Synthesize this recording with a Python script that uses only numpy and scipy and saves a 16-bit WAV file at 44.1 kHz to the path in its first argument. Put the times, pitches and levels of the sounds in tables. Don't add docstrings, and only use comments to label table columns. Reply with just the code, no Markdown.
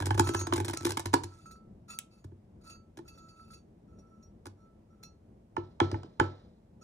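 import sys
import numpy as np
from scipy import signal
from scipy.fft import rfft, irfft, next_fast_len
from scipy.io import wavfile
from scipy.ndimage import uniform_filter1d

SR = 44100
rng = np.random.default_rng(int(sys.argv[2]) if len(sys.argv) > 2 else 0)


def materialize(psi):
    bounded = np.clip(np.atleast_2d(psi).T, -1, 1)
    quanta = np.round(bounded * 32767).astype(np.int16)
    wavfile.write(sys.argv[1], SR, quanta)


N = 301203


def undb(db):
    return 10 ** (np.asarray(db) / 20)


def unit(x):
    return x / np.sqrt(np.mean(x ** 2))


def filtered(x, order, hz, kind="low"):
    return signal.sosfilt(signal.butter(order, hz, kind, fs=SR, output="sos"), x)


def held(count, spread_db):
    steps = rng.standard_normal(N // count + 1)
    return undb(spread_db * np.repeat(steps, count)[:N])


def curve(table, column):
    points = np.array(table)
    return np.interp(np.arange(N) / SR, points[:, 0], points[:, column])


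def colour(x, spectrum):
    hz, db = np.transpose(spectrum)
    size = next_fast_len(len(x))
    f = np.maximum(np.fft.rfftfreq(size, 1 / SR), 1)
    gain = undb(np.interp(np.log(f), np.log(hz), db))
    return irfft(rfft(x, size) * gain, size)[:len(x)]


def ring(x, hz, t60):
    pole = np.exp(2j * np.pi * hz / SR - np.log(1000) / (t60 * SR))
    return signal.lfilter([1], [1, -pole], x).imag


def spikes(s, size):
    x = np.zeros(N)
    np.add.at(x, np.clip((s * SR).astype(int), 0, N - 1), size)
    return x


def strike(modes, s, db, scatter_db, detune=0., in_step=False):
    hz, gain_db, t60 = np.transpose(modes)[:, :, None]
    t = np.arange(int(t60.max() * SR)) / SR
    spot = rng.standard_normal((len(s), 2, len(modes), 1))
    out = np.zeros(N + len(t))
    sign = 1 if in_step else -1
    starts = np.clip((s * SR).astype(int), 0, N)
    for at, level_db, (wake, pitch) in zip(starts, db, spot):
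        fading = undb(level_db + gain_db + scatter_db * wake) * 1000 ** (-t / t60)
        rings = fading * np.sin(2 * np.pi * hz * (1 + detune * pitch) * t)
        out[at:at + len(t)] += rings[::2].sum(0) + sign * rings[1::2].sum(0)
    return out[:N]


def crunch(s, db, spectrum, spread_ms, sharp_ms, tail_ms, tail_db, count=4):
    chance = rng.random((len(s), 2, count))
    after = np.reshape(spread_ms, (-1, 1)) / 1000 * chance[:, 0] * np.arange(count) / count
    weaker_db = -14 * chance[:, 1] * np.sign(np.arange(count))
    push = spikes((s[:, None] + after).ravel(), undb(db[:, None] + weaker_db).ravel())

    def fade(ms):
        return signal.lfilter([1], [1, -np.exp(-1000 / (ms * SR))], push)

    def drift(spread_db):
        return uniform_filter1d(held(count=500, spread_db=spread_db), size=500)

    shape = uniform_filter1d(fade(sharp_ms) + undb(tail_db) * fade(tail_ms), size=64)
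    grit = unit(colour(rng.standard_normal(N), spectrum))
    dull = filtered(grit, 2, 4500)
    return (dull * drift(spread_db=-0.5) + (grit - dull) * drift(spread_db=2.5)) * shape


# (frequency [Hz], relative density [dB per Hz])
HUM = [(15, -43), (30, -7), (92, -4.5), (141, -9), (225, -4), (250, -14.5), (325, -13), (469, -22),
       (791, -34.5), (1410, -46.5), (4220, -57.5), (13000, -60.5)]
HUM_DB = -57.5
HUM_PAN_DB = 1.5


def hum():
    steps = np.repeat(rng.standard_normal(N // 3000 + 1), 3000)[:N]
    waver = undb(2.0 * uniform_filter1d(steps, 3000))
    both, left, right = (colour(rng.standard_normal(N), HUM) for _ in range(3))
    apart = np.array([colour(side, [(120, -29.0), (600, 9.0)]) for side in (left, right)])
    steady = filtered(unit(both + 0.8 * apart), 2, 11000)
    bass = signal.sosfiltfilt(signal.butter(1, 900, fs=SR, output="sos"), steady)
    side_db = HUM_DB + HUM_PAN_DB * np.array([[.5], [-.5]])
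    return undb(side_db) * (waver * bass + steady - bass)


# (centre frequency [Hz], reverberation time t60 [s])
ROOM_T60 = [(100, 0.16), (400, 0.29), (1500, 0.097), (4000, 0.19), (10000, 0.063)]
ROOM_DB = -14


def room(x):
    t = np.arange(SR // 2) / SR
    tail = 0
    for hz, t60 in ROOM_T60:
        band = filtered(rng.standard_normal((2, len(t))), 1, [hz / 2, min(hz * 1.7, 10000)], "band")
        tail = tail + band * 1000 ** (-t / t60) * np.minimum(t / 0.0075, 1)
    middle = tail.mean(0)
    tail = middle + filtered(tail - middle, 2, 450, "high")
    tail = filtered(tail, 4, 11000)
    tail = tail / np.sqrt(np.sum(tail ** 2) / 2)
    return undb(ROOM_DB) * signal.fftconvolve(x[None], tail, axes=1)[:, :N]


# (frequency [Hz], relative level [dB])
CRUNCH = [(1500, -4.5), (3000, -3.5), (4500, -2), (6000, -3), (9000, -4.5), (11500, -3), (16000, -20.5)]
CRUMBS_DB, CRUMBS_UNTIL_S, CRUMBS_FADE_DB_S = -68, 1.36, 96


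def crumbs():
    late = np.maximum(np.arange(N) / SR - CRUMBS_UNTIL_S, 0)
    trickle = rng.standard_normal(N) * held(count=60, spread_db=5.5) * held(count=900, spread_db=1.0)
    soft = filtered(unit(colour(trickle, CRUNCH)), 4, 9800)
    return undb(CRUMBS_DB - CRUMBS_FADE_DB_S * late) * soft


SNAP_S, SNAP_DB = 1.9886, -22


def snap():
    t = np.arange(N) / SR - SNAP_S
    shape = (t > 0) * (np.exp(-np.abs(t) / 0.00051) + 0.43 * np.exp(-np.abs(t) / 0.0032))
    return undb(SNAP_DB) * filtered(rng.choice([-1., 1.], N) * shape, 1, 2500, "high")


# (start [s], length [s], low ring drive [dB], upper rings drive [dB])
SLIDES = [(0.235, 0.16, -51, -56.5), (1.245, 0.27, -66, -70), (1.886, 0.058, -50.5, -55.5),
          (2.11, 0.086, -71, -71), (2.64, 0.12, -58, -64.5), (3.051, 0.54, -65.5, -73.5),
          (3.875, 0.342, -72.5, -89.5), (4.573, 0.1, -70.5, -88.5), (4.89, 0.13, -72.5, -89.5),
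          (6.816, 0.057, -57.5, -63)]
# (time [s], upper rings drive [dB], low ring level [dB])
TICKS = [(0.24, -42, -44), (0.271, -44, -42.5), (0.359, -46.5, -44), (0.39, -37, -43.5),
         (0.767, -49.5, -41), (1.4583, -58.5, -47), (1.509, -51, -52), (1.557, -68, -52.5),
         (1.8977, -47, -53), (2.61, -69.5, -71), (2.671, -64, -52.5), (2.6958, -51.5, -54.5),
         (3.0773, -51, -61), (3.176, -60.5, -59.5), (3.284, -63.5, -68), (3.3968, -72, -52.5),
         (3.505, -60, -53), (3.532, -52, -54), (3.986, -67, -68), (4.224, -68, -78), (5.029, -48, -57)]
SLIDE_RISE_S, SLIDE_FALL_S = 0.01, 0.021
JOLT_S = 0.0048


def contact():
    t = np.arange(N) / SR
    start, length, low_db, upper_db = np.transpose(SLIDES)[:, :, None]
    rise = (t - start) / SLIDE_RISE_S
    fall = (start + length - t) / SLIDE_FALL_S
    on = np.clip(np.minimum(rise, fall) + 1, 0, 1) ** 2
    s, jolt_db, _ = np.transpose(TICKS)
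    swell = t[:SR // 10] / JOLT_S
    jolts = signal.fftconvolve(spikes(s, undb(jolt_db)), swell * np.exp(1 - swell))[:N]
    chatter = uniform_filter1d(held(count=1300, spread_db=2.5), size=300)
    low = np.sum(on * undb(low_db), 0)
    upper = chatter * np.sum(on * undb(upper_db), 0) + jolts
    return low, upper


# (frequency [Hz], level [dB], decay time t60 [s])
SCOOP = [(1320, -1, 0.28), (2640, -9.5, 0.11), (3555, -21.5, 0.05), (4240, -21, 0.22), (4550, -4, 0.14),
         (5700, -16, 0.11), (6230, -24, 0.29), (6529, -13.5, 0.22), (6890, -16, .15), (6670, -19, 0.1),
         (8760, -19, 0.13), (9400, -16.5, 0.09), (9930, -26, .14), (12400, -17, .08)]
GRIPPED = (1, 3, 4, 5, 6, 7, 8, 9)
# (first [s], second [s])
REGRIP_S = (1.1, 3.75)
TIPPING_DB = (-2.5, 3.5, -8, 6.5, 14.5, 4, 2, -2.5)
RESTING_DB = (-1, 7, -11, 11.5, -18, -13, -22, 9)
# (centre [Hz], width [Hz], level [dB])
RASP = [(2400, 2700, -4), (4430, 1300, 3.5), (5260, 400, -6), (6800, 310, -1.5), (9310, 1700, -1),
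        (12400, 900, 1.5)]


def scoop():
    t = np.arange(N) / SR
    low, upper = contact()
    rough = unit(rng.standard_normal(N) * held(count=150, spread_db=2.5))
    rings = 0
    for k, (hz, db, t60) in enumerate(SCOOP):
        drive = upper * held(count=800, spread_db=4.5) if k else low
        if k in GRIPPED:
            j = GRIPPED.index(k)
            grip_db = TIPPING_DB[j] * (t < REGRIP_S[0]) + RESTING_DB[j] * (t > REGRIP_S[1])
            drive = drive * undb(grip_db)
        even = np.sqrt(4 * np.log(1000) / (t60 * SR))
        rings = rings + undb(db) * ring(drive * np.roll(rough, 1000 * k), hz, t60) * even
    scrape = 0
    for hz, width, db in RASP:
        band = ring(ring(rough, hz, 2 / width), hz, 2 / width)
        scrape = scrape + undb(db) * band * np.sqrt(width ** 3)
    rasp = undb(-7.5) * upper * unit(scrape)
    s, _, low_db = np.transpose(TICKS)
    return rings + rasp + strike(SCOOP[:1], s, low_db, 0.)


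# (frequency [Hz], relative level [dB], decay time t60 [s])
AIR = [(96.6, -1.5, 0.34), (137.2, -10.5, 0.36)]
# (frequency [Hz], relative level [dB], decay time t60 [s])
DRUM = [(307.6, -4, 0.11), (334, 5.5, 0.095), (356, 0, 0.053)]
# (frequency [Hz], relative level [dB], decay time t60 [s])
WALL = [(593, -10.5, 0.0043), (776.6, -8.5, 0.046), (895, 0.5, 0.044), (1060, 5.5, 0.013),
        (1519, -5, 0.031), (1693, -10.5, 0.055), (2240, -6.5, 0.0075), (3130, -8, 0.013)]
SPOT_DB, DETUNE = 2.5, .03


def bin_body(s, air_db, drum_db, wall_db, late_ms):
    late = s + late_ms / 1000
    air = strike(AIR, late, air_db, 0.89)
    drum = strike(DRUM, late, drum_db - 5.0, SPOT_DB, DETUNE, in_step=True)
    lows = air + filtered(drum, 2, 230, "high")
    walls = strike(WALL, s + .0012, wall_db, SPOT_DB, DETUNE)
    return filtered(lows, 2, [55, 510], "band") + filtered(walls, 2, [300, 6900], "band")


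# (time [s], crack [dB], air boom [dB], drum before trim [dB], wall knock [dB])
KNOCKS = [(5.5661, -41, -34.5, -30.5, -27), (5.8018, -25, -23.5, -17, -15),
          (5.9152, -28.5, -26, -27.5, -41.5), (5.942, -55, -29.5, -35.5, -36),
          (6.032, -43.5, -55, -40.5, -46.5), (6.1981, -21.5, -25, -20.5, -15.5),
          (6.2402, -48.5, -66, -37, -48)]
# (frequency [Hz], relative level [dB])
CRACK = [(500, 13), (1500, -3), (2500, -11.5), (4000, -3), (6000, -7), (9000, -14.5), (14000, -34)]


def knocks():
    s, crack_db, air_db, drum_db, wall_db = np.transpose(KNOCKS)
    body = bin_body(s, air_db, drum_db, wall_db, 13.0)
    rumble = filtered(crunch(s + 0.00066, wall_db - 31.5, CRACK, 33.0, 18.0, 98.0, -4.1), 3, 4600)
    crack = crunch(s, crack_db, CRACK, 5.2, 1.0, 2.2, -33.0)
    return body + crack + rumble + strike(SCOOP[:1], s, wall_db - 21.5, 1.5)


# (time [s], level before part trims [dB])
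RATTLE = [(0.0, -36.5), (0.86, -47.5), (1.25, -54), (1.5, -77)]
POUR_END_S = RATTLE[-1][0]


def rattle(count=260):
    when, size = rng.random((count, 2)).T
    s = when * POUR_END_S
    db = curve(RATTLE, 1)[(s * SR).astype(int)] - 2.5 * np.log(1 - size)
    body = bin_body(s, db - 5.0, db - 10.5, db - 14.0, 2.4)
    return body + crunch(s, db - 22.0, CRUNCH, 8.9, 0.36, 1.8, -18.0)


# (time [s], crunch [dB], air boom [dB], thud before trim [dB], wall knock [dB])
BLOWS = [(0.0024, -37, -27.5, -32, -33), (0.0223, -35.5, -36, -37.5, -32.5), (0.057, -34.5, -45, -43, -44),
         (0.0665, -33, -34, -31.5, -33), (0.1061, -41, -26, -30, -22), (0.1445, -41.5, -27.5, -36, -36.5),
         (0.177, -32.5, -34, -29, -29.5), (0.195, -22.5, -21, -18, -15), (0.27, -34, -30.5, -38.5, -34.5),
         (0.2895, -37, -45, -26, -28.5), (0.337, -37.5, -41, -45, -48), (0.346, -36, -29.5, -28.5, -24),
         (0.4119, -38, -35, -36.5, -38), (0.4691, -35.5, -50, -35, -34), (0.5242, -40.5, -39, -21.5, -23.5),
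         (0.5353, -30.5, -39, -34, -34), (0.5591, -32, -31.5, -44, -36), (0.5785, -32.5, -37.5, -30.5, -32),
         (0.6004, -32, -38, -35.5, -31.5), (0.647, -33.5, -34, -36.5, -37),
         (0.6815, -30.5, -41, -34, -36.5), (0.696, -37, -46, -36.5, -33.5),
         (0.7336, -32.5, -47.5, -35, -33.5), (0.7712, -37, -53.5, -52.5, -53),
         (0.808, -43.5, -49.5, -41.5, -46), (0.831, -46.5, -51, -39, -46.5),
         (0.849, -30.5, -51.5, -22.5, -32.5), (0.861, -36.5, -32, -34, -43.5),
         (0.868, -35.5, -44.5, -42.5, -29.5), (0.892, -39, -41.5, -32, -38.5),
         (0.906, -33.5, -46.5, -41.5, -37.5), (0.919, -34, -48, -36.5, -41),
         (0.971, -27, -47, -33.5, -26.5), (0.9947, -31.5, -42.5, -41.5, -34.5),
         (1.057, -30.5, -33, -35, -30.5), (1.131, -40.5, -44, -24.5, -29.5),
         (1.1378, -28, -34.5, -13.5, -17), (1.2357, -38, -35.5, -36.5, -40),
         (2.242, -63.5, -38, -46.5, -55.5), (2.3176, -89, -44.5, -48, -65), (2.9721, -48.5, -51, -43, -47),
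         (2.988, -56, -47, -39, -44.5), (4.4561, -47.5, -49.5, -44.5, -45),
         (4.467, -46.5, -46.5, -42.5, -44.5)]
CLUMP_MS, SINGLE_MS = 20, 16


def blows():
    s, crunch_db, air_db, thud_db, wall_db = np.transpose(BLOWS)
    spread_ms = np.where(s < POUR_END_S, CLUMP_MS, SINGLE_MS)
    crack = crunch(s, wall_db - 13.0, CRACK, 5.0, 2.2, 8.0, -23.5)
    body = bin_body(s, air_db, thud_db, wall_db, 4.0)
    return body + crack + crunch(s, crunch_db, CRUNCH, spread_ms, 1.93, 8.7, -32.5)


def scene():
    near = snap() + blows() + knocks() + rattle() + crumbs() + scoop()
    return near + room(near) + hum()


# (frequency [Hz], lead of the left port [rad])
LEAD = [(0, 0), (480, -.7), (900, -1.7), (1150, -4.2), (1400, -5.7), (2100, -6), (2700, -3.7), (4000, -5),
        (5100, -1.3), (5700, .5), (12000, 2.6)]
# (frequency [Hz], left minus right [dB])
TILT = [(400, 0), (950, -7), (1500, -1), (2400, 1), (4500, -3), (5500, 0)]
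TOP_HZ = 16500


def record(dry):
    size = next_fast_len(N)
    f = np.fft.rfftfreq(size, 1 / SR)
    lead = np.interp(f, *np.transpose(LEAD))
    hz, db = np.transpose(TILT)
    tilt_db = np.interp(np.log(f + 1), np.log(hz), db)
    half = undb(tilt_db / 2) * np.exp(.5j * lead)
    ports = irfft(rfft(dry, size) * np.array([half, 1 / half]), size)[:, :N]
    ports = filtered(ports, 2, 45, "high")
    return signal.sosfilt(signal.ellip(10, .2, 80, TOP_HZ, fs=SR, output="sos"), ports)


dry = scene()
out = record(dry)
materialize(out)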